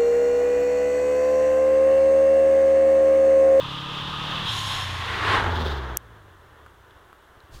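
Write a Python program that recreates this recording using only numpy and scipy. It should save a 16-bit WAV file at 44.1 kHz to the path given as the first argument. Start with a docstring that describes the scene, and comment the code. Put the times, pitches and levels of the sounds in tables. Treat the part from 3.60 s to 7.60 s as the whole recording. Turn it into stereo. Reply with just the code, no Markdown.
"""Turbo car coasting past

A throbbing four-cylinder pulls towards us at road level, lifts off with a hiss of released boost and
coasts by on whining tyres. Its tailpipe then faces us as the engine runs down to a lumpy idle. The two
microphones have opposite polarity and clip at the pass; the level drops with a click as the car leaves."""
import sys
import numpy as np
from scipy import signal
from scipy.fft import rfft, irfft, next_fast_len
from scipy.io import wavfile
from scipy.ndimage import map_coordinates

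SR = 44100
rng = np.random.default_rng(int(sys.argv[2]) if len(sys.argv) > 2 else 0)


def unload_audio(sound):
    """Save the sound as a 16-bit wav file, at the path given as the first command line argument."""
    columns = np.transpose(np.atleast_2d(sound))
    # keep every value between -1 and 1, then stretch to whole-number steps
    steps = np.round(np.clip(columns, -1, 1) * 32767)
    wavfile.write(sys.argv[1], SR, steps.astype(np.int16))


N = 176400
OPPOSED = np.array([[1], [-1]])  # left as it is, right inverted


def amp(db):
    """Decibels to gain."""
    return 10 ** (np.asarray(db) / 20)


def unit(x):
    """Scaled to rms 1."""
    return x / np.sqrt(np.mean(x ** 2) + 1e-20)


def clock():
    """The time of each sample."""
    return np.arange(N) / SR


def curve(rows):
    """(time_s, value) points joined by straight lines."""
    return np.interp(clock(), *np.transpose(rows))


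def along(rows, hz):
    """Each column after the frequency, read on a log axis."""
    freqs, *columns = np.transpose(rows)
    return [np.interp(np.log(hz + 1), np.log(freqs + 1), column) for column in columns]


def wobble(rate_hz):
    """A smooth random drift."""
    return map_coordinates(rng.standard_normal(512), [clock() * rate_hz], mode="wrap")


def filtered(x, response):
    """x shaped by a complex frequency response."""
    size = next_fast_len(N + SR // 2)
    return irfft(rfft(x, size) * response(np.fft.rfftfreq(size, 1 / SR)), size)[..., :N]


def ring(spectrum, size=8192):
    """The minimum-phase impulse response with this spectrum, peak 1."""
    gain = amp(along(spectrum, np.fft.rfftfreq(size, 1 / SR))[0])
    cepstrum = irfft(np.log(gain))
    cepstrum[1:size // 2] *= 2
    cepstrum[size // 2 + 1:] = 0
    impulse = irfft(np.exp(rfft(cepstrum)))
    return impulse / np.abs(impulse).max()


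def strike(times, sizes, spectrum):
    """Pulses that each ring with the spectrum."""
    pulses = np.bincount(np.round(np.asarray(times) * SR).astype(int), sizes, N)[:N]
    return signal.fftconvolve(pulses, ring(spectrum))[:N]


def rush(rows):
    """Stereo noise from rows of freq_hz, density_db, left-right correlation, pan_db (left over right)."""
    def colour(hz):
        db, correlation, _ = along(rows, hz)
        angle = np.arccos(np.clip(correlation, -1, 1)) / 2
        return np.sqrt(SR / 2) * amp(db) * np.array([np.cos(angle), np.sin(angle)])
    mid, side = filtered(rng.standard_normal((2, N)), colour)
    return filtered(np.array([mid + side, mid - side]), lambda hz: amp(OPPOSED * along(rows, hz)[2] / 2))


def swell(start_s, attack_s, hold_s, fall_db_per_s):
    """Rise, hold and an even fall in dB."""
    t = clock() - start_s
    return np.clip(t / attack_s, 0, 1) * amp(-fall_db_per_s * np.maximum(t - attack_s - hold_s, 0))


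def noise_band(rows, width_hz):
    """Narrow noise gliding along rows of time_s, pitch_hz, level_db."""
    times, hz, db = np.transpose(rows)
    phase = 2 * np.pi * np.cumsum(np.interp(clock(), times, hz)) / SR
    a, b = filtered(rng.standard_normal((2, N)), lambda f: 1 / (1 + (f / width_hz) ** 4))
    return unit(a * np.cos(phase) + b * np.sin(phase)) * amp(np.interp(clock(), times, db))


def wavering(rows, width_hz):
    """An unsteady tone gliding along rows of time_s, pitch_hz, level_db."""
    times, hz, db = np.transpose(rows)
    pitch_hz = np.interp(clock(), times, hz) + width_hz * wobble(70)
    tone = np.sin(2 * np.pi * np.cumsum(pitch_hz) / SR) * amp(2.5 * wobble(35))
    return unit(tone) * amp(np.interp(clock(), times, db))


def placed(x, lag_s, pan_db):
    """One source at two microphones, later and louder on the left."""
    return filtered(x, lambda hz: amp(OPPOSED * pan_db / 2) * np.exp(-1j * np.pi * OPPOSED * hz * lag_s))


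# Engine harmonics on and off the throttle: cycle_multiple, level_db
PULL_ORDERS = [(1, -38), (2, -30.5), (3, -23.5), (4, -13), (5, -18.5), (6, -30.5), (8, -25), (9, -26),
               (10, -39), (11, -39), (12, -35), (13, -31), (16, -38), (17, -39), (19, -45), (23, -46)]
COAST_ORDERS = [(3, -11), (4, -17.5), (5, -27.5), (7, -30.5), (9, -36.5), (16, -39), (17, -39)]
# Their faders: time_s, gain_db
PULL_FADER = [(0, -.5), (.45, -1), (.8, .5), (.87, -1), (.91, -25), (1, -70)]
COAST_FADER = [(.8, -76), (.87, -24), (0.919, 0), (1.05, -0.5), (1.3, 3.5), (1.55, 0.5), (1.7, -13),
               (1.85, -24), (2.1, -70)]
def engine_front(cycles):
    """Wavering harmonics line up into one throb a cycle, first pulling, then coasting."""
    out = np.zeros(N)
    for orders, fader in (PULL_ORDERS, PULL_FADER), (COAST_ORDERS, COAST_FADER):
        tones = sum(amp(db + .7 * wobble(14.12)) * np.sin(2 * np.pi * k * cycles) for k, db in orders)
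        out += np.sqrt(2) * tones * amp(curve(fader))
    return out


# The limping beat of unequal headers: cycle_fraction, accent_db
FIRINGS = [(0, .5), (.237, 0), (.5, -.5), (.763, 0)]
# Exhaust pipe resonance: freq_hz, gain_db
PIPE_EQ = [(15, -42.5), (45, -8.5), (66, 3), (80, 0.5), (105, -1), (140, -13), (180, -20), (240, -25.5),
           (330, -23), (410, -25), (520, -43), (800, -52), (2000, -90), (6000, -110)]
# Fader on the run of firings: time_s, level_db
PIPE_FADER = [(1.1, -56), (1.55, -26), (1.72, -12.5), (1.9, -7), (2.03, -6.5), (2.2, -14.5), (2.36, -18),
              (2.55, -17.5), (2.75, -23), (3.25, -26), (3.5, -31), (3.58, -66)]
# Lone thumps at lift-off and idle: start_s, peak_db
THUMPS = [(0.886, -15), (.94, -13), (3.698, -25), (3.769, -15.5), (3.835, -16), (3.895, -13), (3.949, -9.5)]
def tailpipe(cycles, speed, scatter_db=.6):
    """Four unevenly spaced firings a cycle, and a few lone thumps, ring the pipe."""
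    fraction, accent_db = np.transpose(FIRINGS)
    due = (np.arange(int(cycles[-1]))[:, None] + fraction).ravel()
    sizes = amp(np.resize(accent_db, len(due)) + scatter_db * rng.standard_normal(1024)[:len(due)])
    firings = strike(np.interp(due, cycles, clock()), sizes, PIPE_EQ)
    burble = unit(firings / np.sqrt(speed)) * amp(curve(PIPE_FADER))
    thump_s, thump_db = np.transpose(THUMPS)
    return burble + strike(thump_s, amp(thump_db), PIPE_EQ)


# Drone of the pass: time_s, pitch_hz, level_db
DRONE = [(1.2, 460, -53), (1.42, 458, -24.5), (1.52, 456, -23), (1.6, 454, -33), (1.72, 450, -19),
         (1.82, 440, -40), (2.3, 405, -75)]
def passing_drone():
    """A hollow tone sinks as the car goes by."""
    return wavering(DRONE, width_hz=12)


# Roar colour from four sides: freq_hz, density_db, correlation, pan_db
FAR = [(25, -62, 0.92, -6.5), (90, -47, 0.97, 1.5), (242, -54.5, 0.96, 0.5), (386, -54, 1, 1),
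       (450, -48.5, 0.99, 0), (514, -55.5, 0.99, 1), (589, -51.5, 0.99, 1), (798, -60.5, 1, -4.5),
       (1064, -63, -0.25, -8), (1400, -65.5, 0.56, 7.5), (2420, -63.5, 1, -3.5), (3556, -64.5, -0.71, -8),
       (4350, -78.5, -0.68, 1), (8000, -96.5, -0.67, -1), (15100, -103, 0.41, 0)]
NEAR = [(25, -58.5, 0.99, 5), (90, -48.5, 0.93, 2.5), (255, -54, 1, -0.5), (430, -52.5, 0.99, 0),
        (540, -62.5, 0.96, 2.5), (1100, -59, 0.59, -5), (1230, -64.5, 0.33, 2), (2130, -55.5, 0.95, 0),
        (3460, -63.5, 0.87, -6), (4210, -74.5, 0.44, -8.5), (6600, -87.5, 0.24, 6.5),
        (8800, -93.5, 0.5, -5), (15000, -104, -0.12, 0)]
BESIDE = [(25, -57, 0.89, -1), (88.5, -36, 0.98, -1), (230, -46, 0.99, 0.5), (443, -45, 0.93, 3.5),
          (540, -52, 0.96, 4), (880, -57, 0.15, 8.5), (1120, -52.5, -1.2, 3), (1510, -55, -2.7, -5.5),
          (2330, -56, 0.98, -7.5), (3700, -62, -0.67, 5), (4100, -67, -0.14, -6), (6300, -81, -0.024, 1),
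          (9000, -85.5, -0.13, -1), (14910, -101, 0.052, -1)]
BEHIND = [(24.5, -62, 0.7, 10), (93, -39.5, 1, -0.5), (220, -55, 0.97, -1), (356, -53.5, 0.97, 5.5),
          (534, -61, 0.63, 5), (760, -68, -0.55, 9.5), (1010, -63, -1.04, 0), (1670, -65.5, -0.91, -4),
          (2080, -70.5, 0.36, -3), (2540, -73, 1, -7), (3420, -77, -0.66, -10), (4720, -88, 0.83, -8),
          (6400, -91, -0.11, 0.5), (8340, -99, 0.54, -2), (14990, -109, -0.14, 1)]
# Crossfades between them: time_s, gain_db
FAR_FADER = [(0, -2.5), (.45, -1), (.8, 2), (.9, 0), (1.15, -3.5), (1.499, -16), (1.7, -72)]
NEAR_FADER = [(0, -30), (0.701, -5.5), (.9, -2), (1.25, 0.5), (1.55, 2), (1.7, 1), (1.9, -40), (2.1, -68)]
BESIDE_FADER = [(1.102, -54), (1.5, -14), (1.64, -3), (1.75, 1.5), (1.82, -6.5), (1.92, -23.5), (2.4, -67)]
BEHIND_FADER = [(1.6, -58), (1.8, 7.5), (2, 1.5), (2.2, -4.5), (2.36, -5), (2.55, -7.5), (3, -9), (3.6, -9),
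                (4, -9.5)]
def roar(cycles, throb=.11, throb_below_hz=550):
    """Tyres and exhaust gas change colour through the pass; the low end throbs with the engine."""
    sides = [(FAR, FAR_FADER), (NEAR, NEAR_FADER), (BESIDE, BESIDE_FADER), (BEHIND, BEHIND_FADER)]
    noise = sum(rush(colour) * amp(curve(fader)) for colour, fader in sides) * amp(.71 * wobble(16))
    lows = filtered(noise, lambda hz: 1 / (1 + (hz / throb_below_hz) ** 2))
    return noise + throb * np.cos(2 * np.pi * cycles) * lows


# Gas leaving the pipe: freq_hz, density_db, correlation, pan_db
RASP = [(200, -80, 1, 0), (385, -49.5, .6, 4), (640, -61, .6, 3), (2300, -78, 0, -3),
        (3500, -66.5, -.3, -4), (8000, -96, 0, 0)]
def exhaust_rasp(cycles):
    """The pipe growls in puffs, one a cycle, while it points straight at us."""
    puffs = 1 + .35 * np.cos(2 * np.pi * cycles)
    return rush(RASP) * puffs * swell(start_s=1.87, attack_s=.1, hold_s=.12, fall_db_per_s=95)


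# The tread's airy band and its singing core: time_s, pitch_hz, level_db
TREAD_BAND = [(0, 1240, -49.5), (.75, 1216, -41), (1.051, 1050, -45), (1.619, 1084, -46),
              (1.74, 878.5, -30.5), (1.879, 873, -33), (2.3, 853, -53), (2.5, 860, -80)]
TREAD_CORE = [(0, 1215, -46), (.73, 1255, -42), (.88, 1110, -50), (1.06, 1052, -36.5), (1.25, 1060, -42.5),
              (1.5, 1072, -41), (1.61, 1165, -35), (1.78, 995, -29), (1.95, 880, -50), (2.1, 880, -80)]
def tyre_whine():
    """Tread whine sinks as the car slows and passes, reaching the microphones out of step."""
    return (noise_band(TREAD_BAND, width_hz=86) + wavering(TREAD_CORE, width_hz=16)) * OPPOSED


# The valve's attack and tail: freq_hz, density_db, correlation, pan_db
SPIT = [(1700, -97, 0, -4), (2640, -75, 0.57, -3), (3200, -57.5, -0.4, -13), (3750, -57, -0.44, 1),
        (5700, -105, 0, -2)]
HISS = [(1200, -92, 0.19, -9), (2500, -75, 0.89, -1), (3150, -62.5, -0.62, -12), (3980, -63.5, 0, 6),
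        (4440, -67.5, 0.77, 0), (6000, -77, 0, -3), (6800, -73.5, -0.54, -1), (7560, -83.5, -0.32, 5),
        (8600, -83.5, -1, -1), (11700, -85.5, -0.27, -5.5), (15000, -103, 0.19, -5)]
# Its faint whistle: time_s, pitch_hz, level_db
WHISTLE = [(.82, 5250, -85), (.89, 5300, -48), (1, 5350, -54), (1.17, 5400, -47), (1.36, 5250, -56),
           (1.7, 5200, -90)]
def boost_release(flutter_db=.6):
    """The valve spits open as the throttle closes, then vents with a fluttering hiss and whistle."""
    spit = rush(SPIT) * swell(start_s=.85, attack_s=.024, hold_s=.013, fall_db_per_s=222)
    hiss = rush(HISS) * swell(start_s=.825, attack_s=.13, hold_s=.17, fall_db_per_s=42)
    whistle = noise_band(WHISTLE, width_hz=190) * OPPOSED
    return spit + (hiss + whistle) * amp(flutter_db * wobble(30.3))


# Grit hits: start_s, level_db, pitch_hz
TICKS = [(3.063, -20.5, 1400), (3.067, -24, 1300), (3.309, -30, 3400), (3.529, -19.5, 1310),
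         (3.804, -31, 4000)]
def grit(t60_s=.007, crack=.14):
    """Small stones tick on the road, each a tiny ping with a noisy crack."""
    out = np.zeros((2, N + SR))
    t = np.arange(SR // 20) / SR
    for start_s, db, hz in TICKS:
        tick = np.sin(2 * np.pi * hz * t) * OPPOSED + crack * rng.standard_normal((2, len(t)))
        start = round(start_s * SR)
        out[:, start:start + len(t)] += tick * amp(db - 60 * t / t60_s)
    return out[:, :N]


# Bass-heavy rustle: freq_hz, density_db, correlation, pan_db
RUSTLE = [(25, -42.5, 0.85, 3), (90, -38, 0.99, 3.5), (252, -55, 1, 2), (1500, -80, 0, -3),
          (4340, -75, 0, -7.5), (8100, -80, 0.27, -3), (15200, -100, 0, -30)]
def rustle():
    """Something stirs briefly close by."""
    return rush(RUSTLE) * swell(start_s=3.907, attack_s=.04, hold_s=.01, fall_db_per_s=130)


# Four-stroke revs, climbing then running down: time_s, cycles_per_s
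REVS = [(0, 33.9), (.4, 36.1), (.85, 39), (.92, 36), (1, 34.9), (1.25, 31.1), (1.5, 27.4), (1.75, 23.9),
        (2, 19.5), (2.25, 16), (2.5, 13.7), (2.75, 11.1), (3, 9.3), (3.3, 6.3), (3.55, 4.2)]
def scene():
    """One engine speed drives the harmonics, the firings and the pulse of roar and rasp."""
    speed = curve(REVS) * (1 + .0018 * wobble(20))
    cycles = np.cumsum(speed) / SR
    front = placed(engine_front(cycles), lag_s=.00002, pan_db=.79)  # head on, almost centred
    rear = placed(tailpipe(cycles, speed), lag_s=.00017, pan_db=1.43)
    car = front + rear + passing_drone() + roar(cycles) + exhaust_rasp(cycles)
    return car + tyre_whine() + boost_release() + grit() + rustle()


# Bright click: freq_hz, gain_db
CLICK_EQ = [(300, -46), (1000, -15), (3080, -11), (5200, -12), (6400, 14), (7600, -5), (8850, 9.5),
            (10300, -22), (11500, 11), (13500, -0.5), (16000, -10.5)]
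# Microphone hiss: freq_hz, density_db, correlation, pan_db
MIC_HISS = [(30, -94, 0.99, 0.0038), (1000, -100, 0.68, 0), (5960, -108, 0, 0.0048), (15000, -110, 0, 0)]
def record(dry):
    """The level drops with a click; the right channel is inverted, peaks clip and the top is cut."""
    drop_s, drop_db = 2.3714, -12.5
    left_lag_s, clip_hardness, top_hz = .0004, 9, 16000
    click = np.array([strike([s], [amp(1.5)], CLICK_EQ) for s in (drop_s + left_lag_s, drop_s)])
    ducked = dry * amp(drop_db * (clock() > drop_s))
    mics = (ducked + rush(MIC_HISS)) * OPPOSED
    clipped = mics / (1 + np.abs(mics) ** clip_hardness) ** (1 / clip_hardness)
    return filtered(clipped + click, lambda hz: np.clip((top_hz - hz) / 800 + .5, 0, 1))


dry = scene()
out = record(dry)
unload_audio(out)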